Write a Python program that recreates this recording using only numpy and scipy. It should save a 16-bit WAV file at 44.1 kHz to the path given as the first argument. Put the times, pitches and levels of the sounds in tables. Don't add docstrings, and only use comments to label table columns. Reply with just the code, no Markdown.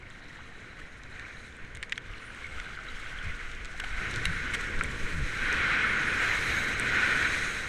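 import sys
import numpy as np
from scipy import signal
from scipy.fft import rfft, irfft, next_fast_len
from scipy.io import wavfile
from scipy.ndimage import uniform_filter1d, map_coordinates

SR = 44100
rng = np.random.default_rng(int(sys.argv[2]) if len(sys.argv) > 2 else 0)


def inscribe(sig):
    pcm = np.round(np.clip(np.atleast_2d(sig).T, -1, 1) * 32767)
    wavfile.write(sys.argv[1], SR, pcm.astype(np.int16))


N = 338688

# time in seconds, level in dB.
SPRAY_LEVEL = [(0, -66.5), (.45, -66), (.8, -64), (.9, -66), (1.02, -67), (1.14, -63), (1.48, -60),
               (1.55, -65), (1.7, -67), (1.85, -69), (2.01, -70), (2.12, -67), (2.3, -62.5), (2.7, -62),
               (3.25, -58), (3.74, -59), (3.88, -55), (4.27, -51), (4.47, -54.5), (4.61, -49),
               (4.75, -53.5), (5.35, -48.5), (5.8, -53.5), (6.1, -47.5), (6.5, -43.5), (6.8, -47.5),
               (7.4, -43), (7.68, -48.5)]
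# frequency in Hz, gain in dB.
LAP_EQ = [(300, -35), (900, -1), (1500, 1.5), (1800, -8.5), (2200, -4.5), (2400, -11.5), (2900, -2.5),
          (4500, -7), (7000, -14.5), (12000, -16), (14000, -70)]
# frequency in Hz, gain in dB.
TICK_EQ = [(2000, -56), (4500, -7), (6000, -6), (9000, -0.5), (12000, -7), (14000, -40)]


def water():
    # time in seconds, share of the rush that is lapping from 0 to 1; the rest is whitewater.
    lapping_share = [(0, 0.63), (1.5, 0.12), (2.2, 0.78), (2.75, 0.65), (3.7, 0.3), (4.2, 0.3), (5.2, 0.2),
                     (5.5, 0.12), (6.3, 0.1), (6.8, 0.14), (7.68, 0.03)]
    lapping = curves(lapping_share)[0]
    slosh = np.sqrt(lapping) * wobble(16)
    surge = amp(0.2 * wobble(6.7))
    return surge * (rush(lapping, slosh) + spray(lapping, slosh))


def rush(lapping, slosh):
    # time in seconds, level in dB.
    rush_level = [(0, -52.5), (.8, -49), (1.0, -52.5), (1.22, -45), (1.52, -51.5), (1.62, -49.5),
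                  (2.01, -51.5), (2.1, -47.5), (2.63, -45), (2.85, -46), (3.05, -44), (3.25, -41),
                  (3.76, -45.5), (3.84, -40.5), (3.92, -41), (4.0, -36), (4.2, -38), (4.3, -36),
                  (4.6, -37.5), (4.9, -39.5), (5.28, -39), (5.5, -28.5), (5.75, -27.5), (6.08, -30.5),
                  (6.3, -28), (6.43, -31.5), (6.56, -30.5), (6.78, -32.5), (6.98, -27.5), (7.25, -28),
                  (7.36, -31), (7.68, -36.5)]
    # frequency in Hz, gain in dB.
    whitewater_eq = [(300, 16.5), (900, 1), (1250, 4.5), (1420, 7.5), (1700, 3.5), (2500, -0.5),
                     (2750, -5.5), (3300, -4), (4000, -7.5), (7000, -20), (12000, -39), (14000, -70)]
    # pitch in Hz, width in Hz, base swing
    # in dB, flares a second.
    rings = [(703, 360, 2, 20), (1490, 163, 2.5, 75), (1833, 140, 3, 63), (2174, 190, 5.5, 49),
             (3920, 390, 2.5, 70)]
    # time in seconds, then each band's level against the rush in dB.
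    ring_levels = [(0, -12, -18, -12, -12, -29), (.22, -13, -12, -6, -15, -13),
                   (.5, -15, -13, -7.5, -15, -16), (.75, -16, -8, -13, -14, -18),
                   (.95, -15, -16, -15, -11, -22), (1.2, -18, -20, -10, -17, -20),
                   (1.5, -18, -16, -7, -14, -21), (1.8, -15, -15, -13, -11, -39),
                   (2.3, -16.5, -11, -18, -13, -34), (2.8, -15.5, -6.5, -27, -12, -29),
                   (3.4, -21.5, -9, -22, -26, -33), (4.2, -20, -4.5, -11, -7.5, -19),
                   (4.8, -49, -9.5, -17, -12, -32), (5.2, -38, -7, -12, -22, -17),
                   (5.5, -36, -7.5, -21, -23, -21), (5.85, -30, -8.5, -26, -8, -23),
                   (6.2, -22.5, -6, -23, -20, -22.5), (6.55, -23.5, -23, -8, -6, -12.5),
                   (6.8, -22, -7.5, -21, -18, -20), (7.1, -28, -5.5, -25, -17, -22),
                   (7.4, -24, -9, -17, -12, -17), (7.68, -24, -17, -16, -16, -15)]
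    lap = patchy(depth_db=1.0) + 0.34 * froth(count=5000, centre_hz=2174, cycles=5.8, spread_db=2.2)
    lap = through_shell(amp(2.0 * slosh) * lap, LAP_EQ)
    whitewater = through_shell(amp(0.52 * wobble(30)) * patchy(depth_db=1.27), whitewater_eq)
    flow = np.sqrt(lapping) * lap + np.sqrt(1 - lapping) * whitewater
    return amp(curves(rush_level)[0]) * (flow + flaring_bands(rings, ring_levels, lapping))


def spray(lapping, slosh):
    # frequency in Hz, gain in dB.
    spray_eq = [(1500, -44), (3000, -2.5), (3900, 4), (4800, 0.5), (9000, 0), (11300, -3), (12200, -12),
                (13200, -24), (14000, -45)]
    # pitch in Hz, width in
    # Hz, base # swing in dB, flares a second.
    rings = [(5500, 560, 2.5, 7.4), (6490, 280, 3, 12), (8060, 700, 2.5, 10), (9250, 440, 5.5, 11),
             (12000, 1200, -3, 9)]
    # time in seconds, then each band's level against the spray in dB.
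    ring_levels = [(0, -20, -14, -22, -14, -45), (1.3, -18, -10, -32, -23, -45),
                   (2.2, -24, -14, -13, -15, -42), (3.1, -18, -13, -18, -22, -38),
                   (3.9, -13, -12, -18, -21, -32), (4.5, -12, -14, -18, -20, -30),
                   (5.2, -21, -13, -15, -17.5, -26), (5.8, -10, -10, -11, -15, -32),
                   (6.2, -14, -9, -23, -16, -27), (6.6, -18, -10, -16, -17, -20),
                   (7.0, -12, -10, -15, -24, -30), (7.4, -18, -9.5, -14, -18, -23),
                   (7.68, -19, -7, -14, -20, -29)]
    flutter = amp(0.88 * slosh + 3.8 * np.sqrt(lapping) * wobble(45))
    fizz = 0.65 * lapping * froth(count=5000, centre_hz=6370, cycles=3.1, spread_db=5.0)
    hiss = through_shell(flutter * (patchy(depth_db=1.4) + fizz), spray_eq)
    return amp(curves(SPRAY_LEVEL)[0]) * (hiss + flaring_bands(rings, ring_levels, lapping))


def flaring_bands(rings, levels, lapping):
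    ringing = np.zeros(N)
    for (hz, width, swing_db, rate), level_db in zip(rings, curves(levels)):
        patter = amp(swing_db * (0.47 + np.sqrt(lapping)) * wobble(rate)) * rng.standard_normal(N)
        ringing += amp(level_db) * unit(filtered(patter, lambda f: resonance(f, hz, width) ** 2))
    return ringing


def drops():
    # start in seconds, tick peak in dB, tick pitch in Hz, tick width as a share of its pitch,
    # clack over the tick in dB, clack pitch in Hz, knock over the tick in dB, knock pitch in Hz.
    drop_hits = [(0.1024, -45, 7470, .08, -10, 3450, 5, 1840),
                 (1.0353, -43, 6640, 0.28, -1.5, 3900, 0, 1840),
                 (1.1964, -42.5, 6610, .2, 3, 3900, 12, 1840),
                 (1.5677, -48, 8300, .15, -6.5, 3450, -4, 1840),
                 (1.7504, -35.5, 7870, .2, -11, 3450, 1, 1840), (1.7554, -44.5, 6760, .1, 6, 3300, 3, 1840),
                 (1.7717, -40, 8200, .2, -3, 3300, 7, 1840), (1.8277, -32.5, 8300, 0.11, 0, 3500, -1, 2150),
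                 (1.8288, -43.5, 8300, .2, 17, 3500, 20.5, 2160),
                 (1.8337, -40.5, 6500, .25, 5, 4400, 15.5, 1800), (1.8962, -41, 7190, .2, 0, 3420, 7, 1800),
                 (1.9195, -54, 8110, .3, -1, 3450, 5, 1840), (1.9227, -36, 7750, .2, 15, 3220, 17, 1950),
                 (1.9243, -45.5, 7500, .3, 18, 3200, 20, 1950),
                 (1.9276, -44.5, 7380, .2, 9, 3200, 23, 1900), (1.9318, -52, 7500, .25, 6, 3450, 7, 1800),
                 (1.9575, -51, 7000, .3, 11, 3700, 5, 1800), (1.978, -35, 6400, 0.28, 7, 3270, 5.5, 1890),
                 (1.9793, -43, 7500, .3, 14, 3200, 21, 1900), (2.3477, -47, 8650, .08, -3, 3450, 11, 1840),
                 (2.4686, -48, 6580, .08, -1.5, 3450, 4, 1840), (2.6, -41, 6410, .15, 8.5, 3450, 12, 2000),
                 (2.999, -43, 10200, .25, -5, 3450, -.6, 1840), (3.5154, -42, 5990, .15, 0, 3450, -7, 1840),
                 (3.648, -38, 8000, .25, 4, 3450, -5, 1840), (3.6556, -37, 6470, .2, -1, 3900, -1, 1840),
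                 (3.8025, -39, 8300, .12, 11.5, 2900, 12, 2200), (3.8388, -47, 5690, .1, 5, 3450, 22, 2200),
                 (4.112, -34, 7120, .35, 1, 3900, -4.5, 1840),
                 (4.1402, -41.5, 5910, .25, 12, 3800, -2, 1840),
                 (4.1605, -28.5, 7600, .35, 1, 3900, -8, 1840),
                 (4.2547, -20.5, 8850, 0.26, 5, 2700, -3, 2400),
                 (4.2555, -26, 10500, .4, 4.5, 3920, 6, 1800), (4.2618, -38, 9000, .15, 0, 3900, 10, 2000),
                 (4.5376, -37, 8400, .12, 3.5, 3450, 7, 1840), (4.5477, -39, 8300, .15, 15, 2870, 16, 1650),
                 (4.791, -40, 6200, .15, 5, 4000, 3, 1700), (4.8108, -44, 6630, .2, -3, 3450, 31.5, 1480),
                 (4.8368, -23.5, 7930, 0.059, -11, 3450, -10, 1840),
                 (5.5276, -27, 6200, .12, -13, 3450, -13, 1840),
                 (6.7978, -20, 8160, 0.062, -20, 3450, -4, 1840)]
    rows = np.vstack([drop_hits, stray_drops()])
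    start, db, tick_hz, tick_width, clack_db, clack_hz, knock_db, knock_hz = rows.T[..., None]
    # frequency in Hz, gain in dB.
    clack_eq = [(1500, -21), (2800, -9), (4200, -5.5), (6000, -7), (14000, -70)]
    # frequency in Hz, gain in dB.
    knock_eq = [(400, -28), (1100, 1), (2300, -2), (2800, -8), (3300, -29), (6000, -40), (14000, -80)]
    lead = 200
    t = (np.arange(SR // 25) - lead) / SR
    splat_stretch = amp(-0.21 * (db + 35))

    def strike(hz, width_hz, eq, splat, base_ms, bypass):
        fade_ms = np.clip(base_ms * splat_stretch, .1, 9)
        blow = splat * rng.standard_normal((len(rows), len(t))) * np.exp(-1000 * t / fade_ms) * (t > 0)
        blow[:, lead] = 1
        rung = filtered(blow, lambda f: bypass + resonance(f, hz, width_hz))
        hit = housing(coloured(rung, eq))
        return hit / np.abs(hit).max(axis=1, keepdims=True)

    tick = strike(tick_hz, tick_width * tick_hz, TICK_EQ, splat=0.19, base_ms=1, bypass=0.14)
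    clack = strike(clack_hz, 480, clack_eq, splat=0.32, base_ms=2, bypass=0.2)
    knock = strike(knock_hz, 180, knock_eq, splat=0.07, base_ms=1.9, bypass=0.6)
    hits = amp(db) * (tick + amp(clack_db) * clack + amp(knock_db) * knock)
    at = np.round(start * SR).astype(int) - lead + np.arange(len(t))
    return np.bincount(np.abs(at).ravel(), hits.ravel(), N + SR)[:N]


def stray_drops(count=24, until_s=3.7, over_spray_db=10):
    start = rng.random(count) * until_s
    size, pitch, clack, knock = rng.standard_normal((4, count))
    db = curves(SPRAY_LEVEL)[0][(start * SR).astype(int)] + over_spray_db + 2.2 * size
    tick_hz, tick_width = 6800 * np.exp(.13 * pitch), np.full(count, .15)
    clack_db, clack_hz = 0.73 + 4 * clack, 3450 * np.exp(.08 * knock)
    knock_db, knock_hz = 1.5 + 4 * knock, 1840 * np.exp(.08 * clack)
    return np.transpose([start, db, tick_hz, tick_width, clack_db, clack_hz, knock_db, knock_hz])


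def splashes():
    # start in seconds, length in seconds, body level in dB, hiss level in dB.
    bursts = [(0.786, 0.023, -48, -66), (3.798, 0.006, -30.5, -44), (3.839, 0.011, -37, -65),
              (4.535, 0.022, -33, -43.5), (4.609, 0.0069, -42, -49)]
    start, length, body_db, hiss_db = np.transpose(bursts)[..., None]
    age = np.clip((np.arange(N) / SR - start) / length, 0, 1)
    swell = np.sqrt(np.abs(np.sin(np.pi * age)))
    body = through_shell(rng.standard_normal(N), LAP_EQ)
    hiss = through_shell(rng.standard_normal(N), TICK_EQ)
    return (amp(body_db) * swell).sum(axis=0) * body + (amp(hiss_db) * swell).sum(axis=0) * hiss


def bubbles(start, hz, db, cycles, rise):
    t = np.arange(SR // 40) / SR
    age = t * (hz / cycles)[:, None]
    phase = 2 * np.pi * hz[:, None] * t * (1 + rise[:, None] * age / 2)
    envelope = 3 * age * np.exp(1 - 3 * age)
    plips = amp(db)[:, None] * envelope * np.sin(phase)
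    at = (start * SR).astype(int)[:, None] + np.arange(len(t))
    return np.bincount(at.ravel(), plips.ravel(), N + SR)[:N]


def single_bubbles():
    # start in seconds, pitch in Hz, peak in dB, life in cycles,
    # glide over that life as a share of the pitch (negative falls).
    plips = [(.03, 2200, -42, 13, -0.0078), (.066, 1840, -45, 9.2, 0.48), (.305, 1840, -42, 15, .05),
             (0.358, 1760, -41, 8.9, -0.017), (.388, 736, -45, 8.7, 0.85), (.405, 1460, -39.5, 8.6, 0.048),
             (0.551, 1850, -47, 9, -0.05), (.672, 1540, -44, 8.2, -0.0093), (.816, 1750, -40, 9, 0.11),
             (.852, 1880, -43, 10, -0.044), (1.125, 3930, -48, 20, 0.041), (1.25, 2320, -38, 15, -0.061),
             (1.347, 1800, -40, 12, -0.053), (1.588, 1360, -42, 6.8, 0.22), (2.474, 2070, -37, 10, .05),
             (2.572, 1430, -39, 10, -0.097), (1.189, 1820, -37, 14, 0.043), (2.136, 3080, -38, 11, -0.24),
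             (2.156, 4000, -50, 14, .03), (2.182, 3900, -47, 14, 0.056), (2.239, 1520, -38, 6, 0.028),
             (2.303, 1480, -34, 6.5, 0.093), (2.443, 2150, -32.5, 11, 0.041),
             (2.664, 1500, -34, 9.3, 0.069), (2.702, 1440, -37.5, 8.6, -0.17), (2.775, 1460, -33, 5.9, .05),
             (2.788, 1500, -34.5, 7.8, -0.16), (2.885, 3800, -38, 23, .03), (3.187, 3000, -34, 8.9, 0.14),
             (3.744, 646, -44, 5, 0.22), (3.835, 670, -40.5, 6.6, 0.24),
             (4.8135, 1450, -22.5, 6.7, -0.0037), (1.369, 3950, -47, 16, -0.021), (1.4, 4000, -49, 16, .02),
             (1.448, 3900, -49, 14, .02), (1.463, 3950, -52, 14, .02), (1.478, 3900, -51, 14, .02),
             (4.844, 2150, -25, 6, 0.047), (4.85, 2000, -29, 6, 0.038), (4.323, 1600, -29, 8, 0.051),
             (4.553, 1690, -28, 5, -0.15)]
    return bubbles(*np.transpose(plips))


def froth(count, centre_hz, cycles, spread_db):
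    when, faintness, life = rng.random((count, 3)).T
    hz = np.clip(centre_hz * np.exp(0.46 * rng.standard_normal(count)), 400, 12000)
    db = -spread_db * np.log(faintness + 0.03)
    return unit(bubbles(when * N / SR, hz, db, cycles * (0.35 + 1.65 * life), rise=0.11 * life))


def gulps():
    # start in seconds, length in seconds, first and last pitch in Hz, peak of the tone in dB,
    # sub-octave over the tone in dB.
    air_pockets = [(3.223, 0.077, 197.8, 163, -53, 16.5), (4.25, 0.07, 179.7, 158, -35, 1),
                   (4.403, 0.064, 261, 245, -44, -8), (5.109, 0.14, 184.2, 113, -33.5, 1.5)]
    throbs, t = np.zeros(N), np.arange(N) / SR
    for start, length, start_hz, end_hz, db, sub_db in air_pockets:
        age = np.clip((t - start) / length, 0, 1)
        phase = 2 * np.pi * np.cumsum(start_hz + (end_hz - start_hz) * age ** 1.32) / SR
        swell = np.sqrt(np.abs(np.sin(np.pi * age ** 1.95))) * (age < 1)
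        throbs += amp(db) * swell * (np.sin(phase) + amp(sub_db) * np.sin(phase / 2))
    return throbs


def mount_rumble():
    # time in seconds, shake level in dB, thump level in dB.
    rumble_levels = [(0, -50.5, -54.5), (1.4, -49.5, -55.5), (2.5, -49.5, -53), (3.1, -39.5, -53.5),
                     (3.55, -41, -56), (3.9, -37.5, -50.5), (4.1, -39.5, -43), (5.3, -37, -45),
                     (5.7, -45, -45), (6.1, -44, -43), (6.9, -44.5, -40.5), (7.68, -43.5, -46)]
    # time of the peak in seconds, length in seconds, shake level in dB, thump level in dB.
    jolts = [(1.644, 0.069, -44, -54), (1.786, 0.15, -55, -50), (2.11, 0.2, -42, -68),
             (2.55, 0.19, -39, -61), (3.275, 0.13, -42, -41), (3.952, 0.17, -38, -71),
             (4.187, .07, -53, -41), (4.267, 0.065, -32, -40), (4.58, 0.1, -63, -55),
             (4.765, 0.14, -35.5, -63), (5.037, 0.085, -35, -50), (5.24, 0.091, -30, -39)]
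    # frequency in Hz, gain in dB.
    shake_eq = [(8, 7), (20, 8), (45, -0.5), (70, -6.5), (150, -38), (400, -120)]
    # frequency in Hz, gain in dB.
    thump_eq = [(30, -3.5), (65, 2), (110, 0), (170, -7.5), (215, -15), (500, -120)]
    shake_db, thump_db = curves(rumble_levels)
    centre, length, jolt_shake_db, jolt_thump_db = np.transpose(jolts)[..., None]
    swell = np.cos(np.pi * np.clip((np.arange(N) / SR - centre) / length, -.5, .5)) ** 2
    shake_gain = amp(shake_db + 0.3 * wobble(6)) + (amp(jolt_shake_db) * swell).sum(axis=0)
    thump_gain = amp(thump_db + 1.5 * wobble(6.8)) + (amp(jolt_thump_db) * swell).sum(axis=0)
    shake = coloured(rng.standard_normal(N), shake_eq)
    thump = coloured(amp(1.15 * wobble(25)) * rng.standard_normal(N), thump_eq)
    return shake_gain * unit(shake) + thump_gain * unit(thump)


def surf_roar():
    # time in seconds, level in dB.
    roar_level = [(0, -55.5), (2.0, -55), (2.6, -54), (3.9, -54), (4.0, -48.5), (4.13, -42.5),
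                  (4.22, -45.5), (4.35, -48.5), (4.7, -45), (5.35, -46.5), (5.6, -41.5), (6.3, -42.5),
                  (7.1, -40.5), (7.68, -46.5)]
    # frequency in Hz, gain in dB.
    roar_eq = [(35, -50), (60, -10), (232, -3), (415, -7.5), (469, -4.5), (591, -13), (750, -21),
               (1100, -12.5), (1430, -19), (2420, -120)]
    churn = amp(0.57 * wobble(12)) * patchy(depth_db=0.78)
    return amp(curves(roar_level)[0]) * unit(coloured(churn, roar_eq))


def housing(x):
    # frequency in Hz, width in Hz, level in dB.
    modes = [(1570, 170, -6), (1961, 960, 1), (2210, 220, -4), (2440, 220, -2), (2930, 1500, -10.5),
             (4015, 240, -12), (5830, 1500, -14), (6180, 400, -23), (7000, 2300, -15.5),
             (7700, 2300, -20.5), (8200, 410, -19), (8900, 400, -24), (10800, 7300, -24.5)]

    def response(f):
        power = sum(amp(2 * db) * np.abs(resonance(f, hz, width)) ** 3 for hz, width, db in modes)
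        cepstrum = irfft(np.log(power + 1e-12) / 2)
        half = len(cepstrum) // 2
        cepstrum[1:half] *= 2
        cepstrum[half + 1:] = 0
        return np.exp(rfft(cepstrum))
    return filtered(x, response)


def through_shell(x, eq):
    return unit(housing(coloured(x, eq)))


def resonance(f, hz, width_hz):
    return 1j * f * width_hz / (hz * hz - f * f + 1j * f * width_hz)


def filtered(x, response):
    n = x.shape[-1]
    padded = 2 * next_fast_len(n // 2 + SR // 10)
    return irfft(rfft(x, padded) * response(np.fft.rfftfreq(padded, 1 / SR)), padded)[..., :n]


def coloured(x, eq):
    f, db = np.transpose(eq)
    return filtered(x, lambda hz: amp(np.interp(np.log(hz + 1), np.log(f + 1), db)))


def patchy(depth_db):
    spectra = signal.stft(rng.standard_normal(N), nperseg=256)[2]
    patches = uniform_filter1d(uniform_filter1d(rng.standard_normal(spectra.shape), 5, 0), 9, 1)
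    return unit(signal.istft(spectra * amp(depth_db * unit(patches)), nperseg=256)[1][:N])


def wobble(rate):
    return map_coordinates(rng.standard_normal(int(N * rate / SR) + 4), [np.arange(N) * rate / SR])


def curves(rows):
    times, *columns = np.transpose(rows)
    return [np.interp(np.arange(N) / SR, times, column) for column in columns]


def amp(db):
    return 10 ** (np.asarray(db) / 20)


def unit(x):
    return x / np.sqrt(np.mean(x ** 2) + 1e-20)


def scene():
    return (water() + drops() + splashes() + single_bubbles() + gulps() + mount_rumble() + surf_roar())[None]


def record(dry, top_hz=13900):
    return filtered(dry[0], lambda hz: hz < top_hz)[None]


dry = scene()
out = record(dry)
inscribe(out)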